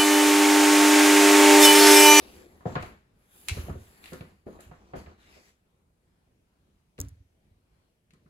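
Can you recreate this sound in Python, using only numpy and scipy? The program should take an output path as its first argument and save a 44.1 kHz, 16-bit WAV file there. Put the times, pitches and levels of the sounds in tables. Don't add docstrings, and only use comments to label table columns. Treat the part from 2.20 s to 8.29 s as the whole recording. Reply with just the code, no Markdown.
import sys
import numpy as np
from scipy import signal
from scipy.fft import rfft, irfft, next_fast_len
from scipy.io import wavfile
from scipy.ndimage import uniform_filter1d, map_coordinates

SR = 44100
rng = np.random.default_rng(int(sys.argv[2]) if len(sys.argv) > 2 else 0)


def store_pcm(level_fs):
    pcm = np.round(np.clip(level_fs, -1, 1) * 32767).astype(np.int16)
    wavfile.write(sys.argv[1], SR, np.atleast_2d(pcm).T)


N = 268569
T = np.arange(SR * 3 // 4) / SR


def amp(db):
    return 10 ** (np.asarray(db) / 20)


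def unit(x):
    return x / np.sqrt(np.mean(x ** 2) + 1e-20)


def burst(x, seconds):
    return unit(x) * np.sqrt(seconds * SR / x.shape[-1])


def fade(t, t60):
    return np.exp(-np.log(1000) * t / t60)


def along(points, hz):
    f, v = np.transpose(points)
    return np.interp(np.log(hz + 1), np.log(f + 1), v)


def shape(points):
    return lambda hz: amp(along(points, hz))


def wobble(rate_hz):
    knots = rng.standard_normal(int(N * rate_hz / SR) + 4)
    return map_coordinates(knots, [np.arange(N) * rate_hz / SR])


def add(track, start_s, x):
    part = track[:, round(start_s * SR):][:, :x.shape[-1]]
    part += x[..., :part.shape[-1]]


def filtered(x, gain):
    n = x.shape[-1]
    size = next_fast_len(n + SR // 4)
    return irfft(rfft(x, size) * gain(np.fft.rfftfreq(size, 1 / SR)), size)[..., :n]


def coloured(x, gain, size=16384):
    cepstrum = irfft(np.log(gain(np.fft.rfftfreq(size, 1 / SR)) + 1e-6))
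    cepstrum[1:size // 2] *= 2
    cepstrum[size // 2 + 1:] = 0
    impulse = irfft(np.exp(rfft(cepstrum)))
    return signal.fftconvolve(x, impulse[None], axes=1)[:, :x.shape[1]]


def lagged(x, lag_samples):
    return np.array([x, np.pad(x, (lag_samples, 0))[:len(x)]])


def direct(lag_samples):
    return lagged(signal.unit_impulse(len(T)), lag_samples)


# t/s, side (0 left, 1 right)
BEARING = [(2.0, 0), (2.3, 1)]

def from_side(pair, time_s):
    turn = np.interp(time_s, *np.transpose(BEARING)) * np.pi / 2
    return np.cos(turn) * pair + np.sin(turn) * pair[::-1]


# f/Hz, left-right correlation
COHERENCE = [(100, .99), (160, .94), (280, .72), (560, .42), (1100, -.25), (2200, -.1), (4500, 0),
             (12000, 0)]

def diffuse(n):
    def mid_side_gains(hz):
        turn = np.arccos(np.clip(along(COHERENCE, hz), -1, 1)) / 2
        return np.array([np.cos(turn), np.sin(turn)])

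    mid, side = filtered(rng.standard_normal((2, n)), mid_side_gains)
    return np.array([mid + side, mid - side])


# f/Hz, t60/s
ROOM_DECAY = [(100, 0.46), (260, 0.2), (700, 0.12), (2000, 0.49), (5000, 0.47), (14000, 0.067)]

def echoes(early_t60_s, late_db):
    noise = diffuse(len(T))
    hz, t, spectra = signal.stft(noise, SR, nperseg=256)
    decay = fade(t, along(ROOM_DECAY, hz)[:, None])
    tail = signal.istft(spectra * decay, SR, nperseg=256)[1][:, :len(T)]
    return burst(noise * fade(T, early_t60_s) + amp(late_db) * tail, 1 / SR)


def mode(hz, t60_s, spread_cycles):
    cycles = hz * T + rng.random() + rng.normal(0, spread_cycles, (2, 1))
    return fade(T, t60_s) * np.sin(2 * np.pi * cycles)


def mottled(x, depth_db):
    spectra = signal.stft(x, nperseg=512)[2]
    patches = uniform_filter1d(rng.standard_normal(spectra.shape[1:]), size=7, axis=0)
    patches = uniform_filter1d(patches, size=30, axis=1)
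    return signal.istft(spectra * amp(depth_db * unit(patches)), nperseg=512)[1][:, :N]


def stroke(start_s, length_s, t60_s, exponent, rise_share=0.33):
    t = np.arange(N) / SR - start_s
    speed = np.sin(np.pi / 2 * np.clip(t / (rise_share * length_s), 0, 1)) ** 2
    return speed ** exponent * fade(np.maximum(t - length_s, 0), t60_s)


# t/s, length/s, release t60/s, swish level/dB, fizz level/dB, drag level/dB
STROKES = [(-0.18, 0.36, 0.45, -58.5, -64, -56), (0.16, 0.22, 0.97, -70, -74.5, -60),
           (0.448, 0.1, 0.3, -58, -71.5, -46.5), (0.586, 0.096, 0.33, -59.5, -67, -46),
           (0.926, 0.42, .4, -77, -76.5, -75.5), (1.068, 0.4, 0.27, -64, -59.5, -64),
           (1.265, .15, 0.13, -53.5, -56.5, -49), (1.424, 0.07, 0.52, -59, -63.5, -50),
           (1.515, 0.47, 0.64, -65, -66.5, -61.5), (1.804, 0.15, 0.23, -60, -61, -63),
           (1.983, 0.13, 0.33, -75, -88, -60.5), (2.254, 0.1, 0.47, -69.5, -74.5, -52),
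           (2.395, 0.037, 0.34, -60, -65, -65), (2.415, 0.31, 0.57, -72.5, -91, -60),
           (2.75, 0.042, 0.3, -57.5, -66.5, -47.5), (2.788, 0.13, 0.48, -71, -97, -56.5),
           (2.968, 0.18, 0.27, -64, -78.5, -66.5), (3.046, 0.245, 0.24, -62.5, -74.5, -66)]
# f/Hz, level/dB
SWISH_SPECTRUM = [(150, -1.5), (500, 1), (1000, 4), (1700, 11.5), (2500, 9), (3400, 5), (4500, 5),
                  (5600, 1), (7500, 3.5), (11000, -28.5), (15500, -23.5), (17000, -33.5)]
FIZZ_SPECTRUM = [(3000, -30), (7000, -10), (11000, 4.5), (15500, -7), (17000, -31)]
DRAG_SPECTRUM = [(30, -5.5), (70, 7.5), (130, -10), (205, 2.5), (260, -5), (370, -0.5), (520, -8.5),
                 (750, -8.5), (1200, -12), (2500, -47.5)]
CARDBOARD_SPECTRUM = [(150, -20), (280, -5.5), (355, 2), (450, -5.5), (510, -3.5), (620, -19.5),
                      (740, -14.5), (950, -21.5), (2000, -47)]

def cloth(grain_db=1.5, near_db=-3, fizz_near_db=4):
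    starts, lengths, releases, swish_db, fizz_db, drag_db = np.transpose(STROKES)

    def rubbing(levels_db, exponent):
        rows = zip(levels_db, starts, lengths, releases)
        return np.sqrt(sum((amp(db) * stroke(*timing, exponent)) ** 2 for db, *timing in rows))

    def fibres(spectrum, fine=False):
        near = lagged(rng.standard_normal(N), lag_samples=12)
        if fine:
            near = amp(fizz_near_db) * near[::-1]
        else:
            near = amp(near_db) * from_side(near, np.arange(N) / SR)
        grainy = (diffuse(N) + near) * amp(grain_db * wobble(1000))
        return unit(coloured(grainy, shape(spectrum)))

    swish = rubbing(swish_db, exponent=0.55) * amp(wobble(26))
    swish = swish * mottled(fibres(SWISH_SPECTRUM), depth_db=2.6)
    fizz = rubbing(fizz_db, exponent=0.75) * amp(0.33 * wobble(22)) * fibres(FIZZ_SPECTRUM, fine=True)
    drag = rubbing(drag_db, exponent=0.5) * amp(1.5 * wobble(25)) * fibres(DRAG_SPECTRUM)
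    brush = amp(-55.5) * stroke(start_s=-0.042, length_s=0.29, t60_s=0.32, exponent=0.5)
    return swish + fizz + drag + brush * fibres(CARDBOARD_SPECTRUM)


# f/Hz, level/dB
RUMBLE_SPECTRUM = [(20, -17), (48, -1), (70, 0), (125, -6), (165, -4), (210, -6), (270, -11.5), (380, -12),
                   (520, -15.5), (800, -20.5), (1300, -24.5), (2500, -27.5), (5000, -32.5), (16000, -48)]

def room_tone(rumble_db=-69, hiss_db=-87):
    rumble_gain = amp(rumble_db + 1.3 * wobble(7))
    rumble = mottled(coloured(diffuse(N), shape(RUMBLE_SPECTRUM)), depth_db=1.8)
    hiss = coloured(diffuse(N), shape([(3000, -20), (8000, -1), (11500, 0), (16000, -14)]))
    return rumble_gain * unit(rumble) + amp(hiss_db) * unit(hiss)


# t/s, level/dB, swing f/Hz, relative body ring/dB
THUMPS = [(0.148, -56, 82, -20), (0.562, -38, 81, -18), (0.604, -39.5, 81.5, -20), (1.3125, -26, 82, -26),
          (1.385, -28.5, 80, -14), (1.502, -27, 84.3, -15.5), (1.56, -37, 82, -22), (1.932, -47, 83, -3),
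          (2.012, -45, 81, -3), (2.462, -47, 80, -14), (2.492, -46, 82, -14), (2.763, -41, 86.5, -22),
          (2.874, -47.5, 82.9, -32), (4.798, -31, 79.5, -8), (4.831, -34.5, 79.6, -12),
          (4.862, -38, 79.5, -23.5), (4.922, -46, 85, -19), (5.001, -48.5, 80, -14.5),
          (5.311, -53, 77.8, -25.5)]
# f/Hz, level/dB
SHUDDER_SPECTRUM = [(25, -32), (60, 0.5), (100, -3.5), (200, -17), (500, -43.5), (1500, -81.5)]

def thumps(rebounds=3, rebound_s=0.05, loss_db=8.5, grip_scatter=0.024, body_hz=276):
    out = np.zeros((2, N))
    push = 1 - np.exp(-(T / 0.008) ** 2)
    swing = push * fade(T, 0.075)
    for start_s, db, swing_hz, ring_db in THUMPS:
        for k in range(1 + rebounds):
            hz = swing_hz * np.exp(grip_scatter * rng.standard_normal())
            rock = swing / swing.max() * np.sin(2 * np.pi * hz * T)
            add(out, start_s + k * rebound_s, amp(db - k * loss_db) * rock)
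        shudder = coloured(echoes(early_t60_s=0.14, late_db=-11), shape(SHUDDER_SPECTRUM))
        ring = push * fade(T, 0.2) * np.sin(2 * np.pi * (body_hz * T + rng.random()))
        add(out, start_s, amp(db) * (burst(shudder, 0.0012) + amp(ring_db) * ring))
    return out


def contact_band(centre_hz, above_oct=0.58, below_oct=1.3):
    def gain(hz):
        octaves = np.log2((hz + 1) / centre_hz)
        return np.exp(-0.5 * (octaves / np.where(hz > centre_hz, above_oct, below_oct)) ** 2)

    return gain


# t/s, level/dB, centre f/Hz, relative boom/dB, relative edge/dB, left minus right/dB
KNOCKS = [(0.407, -57, 1020, -3, -13, -3), (0.4548, -30.5, 556, -8.5, -23, -0.5),
          (0.4614, -39, 462, 13.5, -26, -2), (0.4705, -37, 606, -1.5, -25, -1),
          (0.554, -35, 1110, -9, -2.5, -2), (0.561, -35, 570, 7.5, -8, 2), (0.627, -44.5, 925, -4, -14, -2),
          (1.368, -42, 443, 2.5, -11, -2), (1.482, -38.5, 420, -0.5, -24, -0.5),
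          (1.496, -46.5, 905, 13.5, -14.5, -1), (1.550, -45, 380, -1, -42, 0),
          (1.920, -41, 350, -4, -15, -1.5), (1.932, -44, 400, 0, -12, -1.5),
          (2.0069, -46.5, 395, 9.5, -12, -2.5), (2.266, -37, 360, -3, -27, -1),
          (2.389, -52, 535, -2, -9.5, -3.5), (2.513, -50, 665, 5.5, -12, -4.5),
          (2.735, -36, 520, -3, -16, -1), (2.763, -47.5, 477, 3, -23, -5),
          (2.865, -52.5, 570, 0.5, -9.5, -5), (3.163, -56, 504, -7, -26, -3),
          (3.5396, -79, 329, 2, -13.5, -3), (4.784, -44, 352, -3.5, -16, -1.5),
          (5.932, -64.5, 288, 8, -11, -1.5), (6.059, -64, 300, 8.5, -12.5, 0.5)]
# f/Hz, level/dB, t60/s
BOX_MODES = [(158, 0, .14), (210, -3, .2), (300, -11, .1), (368, -2, .18), (415, -7, .13), (510, -2, .2),
             (575, -5, .2), (646, -4, .22), (716, 0, .18), (857, -11, .15), (923, -8, .25), (1061, -5, .23),
             (1268, -8, .22), (1410, -11, .22), (1667, -9, .22), (1771, -10, .22), (1977, -10, .2),
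             (2402, -12, .2), (2727, -13, .2)]
# f/Hz, level/dB
BOOM_SPECTRUM = [(40, -29), (90, -3.5), (155, -2.5), (215, -3), (290, -21), (600, -94)]
EDGE_SPECTRUM = [(500, -67), (1000, 11.5), (1600, 5), (2400, -3), (3300, -12.5), (4500, -16), (8000, -51.5),
                 (16000, -37.5)]
EDGE_RING_SPECTRUM = [(600, -50), (1000, -8), (1300, 0), (1800, -3), (2400, -9), (3200, -20)]

def knocks(contact_cycles=0.57, wall_hz=156, grit_per_s=650, grit_db=-9.5):
    out = np.zeros((2, N))
    flex_decay = fade(T, 0.022) + amp(-21.5) * fade(T, 0.17)
    flex = (1 - np.exp(-T / 0.003)) ** 2 * flex_decay * np.sin(2 * np.pi * wall_hz * T)
    for start_s, db, centre_hz, boom_db, edge_db, pan_db in KNOCKS:
        rise_s = contact_cycles / centre_hz
        build = 1 - np.exp(-T / rise_s)
        straight = 0.75 * from_side(direct(lag_samples=13), start_s) * np.exp(-rise_s / 0.0012)
        blow = straight + echoes(early_t60_s=0.015, late_db=2.5) * build
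        ring = sum(amp(mode_db + rng.normal(0, 1.5)) * mode(hz, t60_s, spread_cycles=hz / 3500)
                   for hz, mode_db, t60_s in BOX_MODES)
        ring = unit(ring * build)
        contact = contact_band(centre_hz)
        body = burst(unit(coloured(ring, contact)) + amp(0.5) * unit(coloured(blow, contact)), 0.021)
        boom = burst(unit(flex) + amp(-5) * unit(coloured(blow, shape(BOOM_SPECTRUM))), 0.010)
        crunches = rng.standard_normal((2, len(T))) * (rng.random(len(T)) < grit_per_s / SR)
        grit = burst(crunches * fade(T, 0.3), 1 / SR)
        edge_noise = unit(coloured(blow + amp(grit_db) * grit, shape(EDGE_SPECTRUM)))
        edge_ring = unit(coloured(ring, shape(EDGE_RING_SPECTRUM)))
        edge = burst(edge_noise + amp(-5) * edge_ring, 0.074)
        pan = amp(pan_db * np.array([[0.5], [-0.5]]))
        add(out, start_s, amp(db) * (pan * (body + amp(edge_db) * edge) + amp(boom_db) * boom))
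    return out


# t/s, level/dB, brightness/dB
CLICKS = [(0.5557, -42, -30), (0.626, -44, -18), (1.2847, -24.7, -8.5), (1.2960, -33, -22),
          (1.8409, -45.5, -27), (1.858, -44.5, -24.5), (1.877, -48.5, -29), (1.933, -47, -7),
          (2.0088, -49.5, -29), (2.4064, -52.5, 2.5), (2.862, -54, -42), (4.7804, -54, -25),
          (4.789, -53, -6), (5.907, -62, -21), (5.936, -65, -10)]
# f/Hz, level/dB
CRACK_SPECTRUM = [(200, -20), (1000, -7.5), (1700, -4.5), (2400, 2.5), (3300, -5.5), (4100, -1.5),
                  (5200, -9), (7000, -9), (11500, -14.5), (16000, -30)]
# f/Hz, level/dB, t60/s
CATCH_MODES = [(2040, -14, .13), (2162, -10, .16), (2251, -12, .13), (2346, -2, .17), (2450, -7, .06),
               (2580, -6, .16), (2647, -4, .17), (2746, -10, .13), (2842, -4, .19), (3193, -11, .14),
               (3365, -13, .16), (3973, -11, .17), (4231, -11, .12), (5023, -16, .13), (6918, -15, .11)]

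def clicks(room_db=1.5, ring_db=-2.5, ring_db_per_db=0.9):
    out = np.zeros((2, N))
    strongest_db = max(row[1] for row in CLICKS)
    for start_s, db, bright_db in CLICKS:
        snap = 0.5 * direct(lag_samples=17) + burst(diffuse(len(T)) * fade(T, 0.0094), 0.5 / SR)
        snap += amp(room_db) * echoes(early_t60_s=0.043, late_db=-9)
        tilt = shape([(3000, 0.038), (8000, bright_db + 16.5)])
        crack = coloured(snap, lambda hz: shape(CRACK_SPECTRUM)(hz) * tilt(hz))
        ring = sum(amp(mode_db) * mode(hz, t60_s, spread_cycles=0.09)
                   for hz, mode_db, t60_s in CATCH_MODES)
        ring_gain = amp(ring_db + ring_db_per_db * (db - strongest_db))
        add(out, start_s, amp(db) * burst(unit(crack) + ring_gain * unit(ring), 0.0062))
    return out


# f/Hz, level/dB
SKIN_SPECTRUM = [(300, 3), (1000, -1), (2400, -5), (4300, -6), (7000, -11), (12000, -13), (16000, -20)]

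def regrip(level_db=-61, grain_db=3, near_db=-2):
    friction = diffuse(N) + amp(near_db) * lagged(rng.standard_normal(N), lag_samples=12)[::-1]
    rasp = unit(coloured(friction * amp(grain_db * wobble(700)), shape(SKIN_SPECTRUM)))
    return amp(level_db) * stroke(start_s=4.779, length_s=0.04, t60_s=0.4, exponent=0.55) * rasp


# t/s, level/dB
TICKS = [(4.8025, -34), (4.8135, -37.5), (4.847, -73.5), (4.8853, -58), (4.8911, -63)]
# f/Hz, level/dB
TICK_SPECTRUM = [(500, -9), (2500, -17), (3700, -13), (5000, -2.5), (6800, 8), (8800, -4), (11000, 2.5),
                 (13500, -4), (15500, -3), (17000, -8)]

def case_ticks():
    out = np.zeros((2, N))
    decay = fade(T, 0.003) + amp(-34) * fade(T, 0.03) + amp(-52) * fade(T, 0.3)
    envelope = (1 - np.exp(-T / 0.0003)) * decay
    for start_s, db in TICKS:
        slip = lagged(rng.standard_normal(len(T)) * envelope, lag_samples=12)[::-1]
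        add(out, start_s, amp(db) * burst(coloured(slip, shape(TICK_SPECTRUM)), 0.0077))
    return out


def scene():
    return knocks() + thumps() + clicks() + case_ticks() + cloth() + room_tone() + regrip()


# f/Hz, left minus right/dB
PORT_IMBALANCE = [(100, -1.5), (170, -1.5), (330, 3), (700, 2), (2500, 3), (9000, 0.2)]
BAND_LIMIT_HZ = 16400

def record(dry):
    def port_gains(hz):
        return amp(np.outer([0.5, -0.5], along(PORT_IMBALANCE, hz))) * (hz < BAND_LIMIT_HZ)

    return filtered(dry, port_gains)


dry = scene()
out = record(dry)
store_pcm(out)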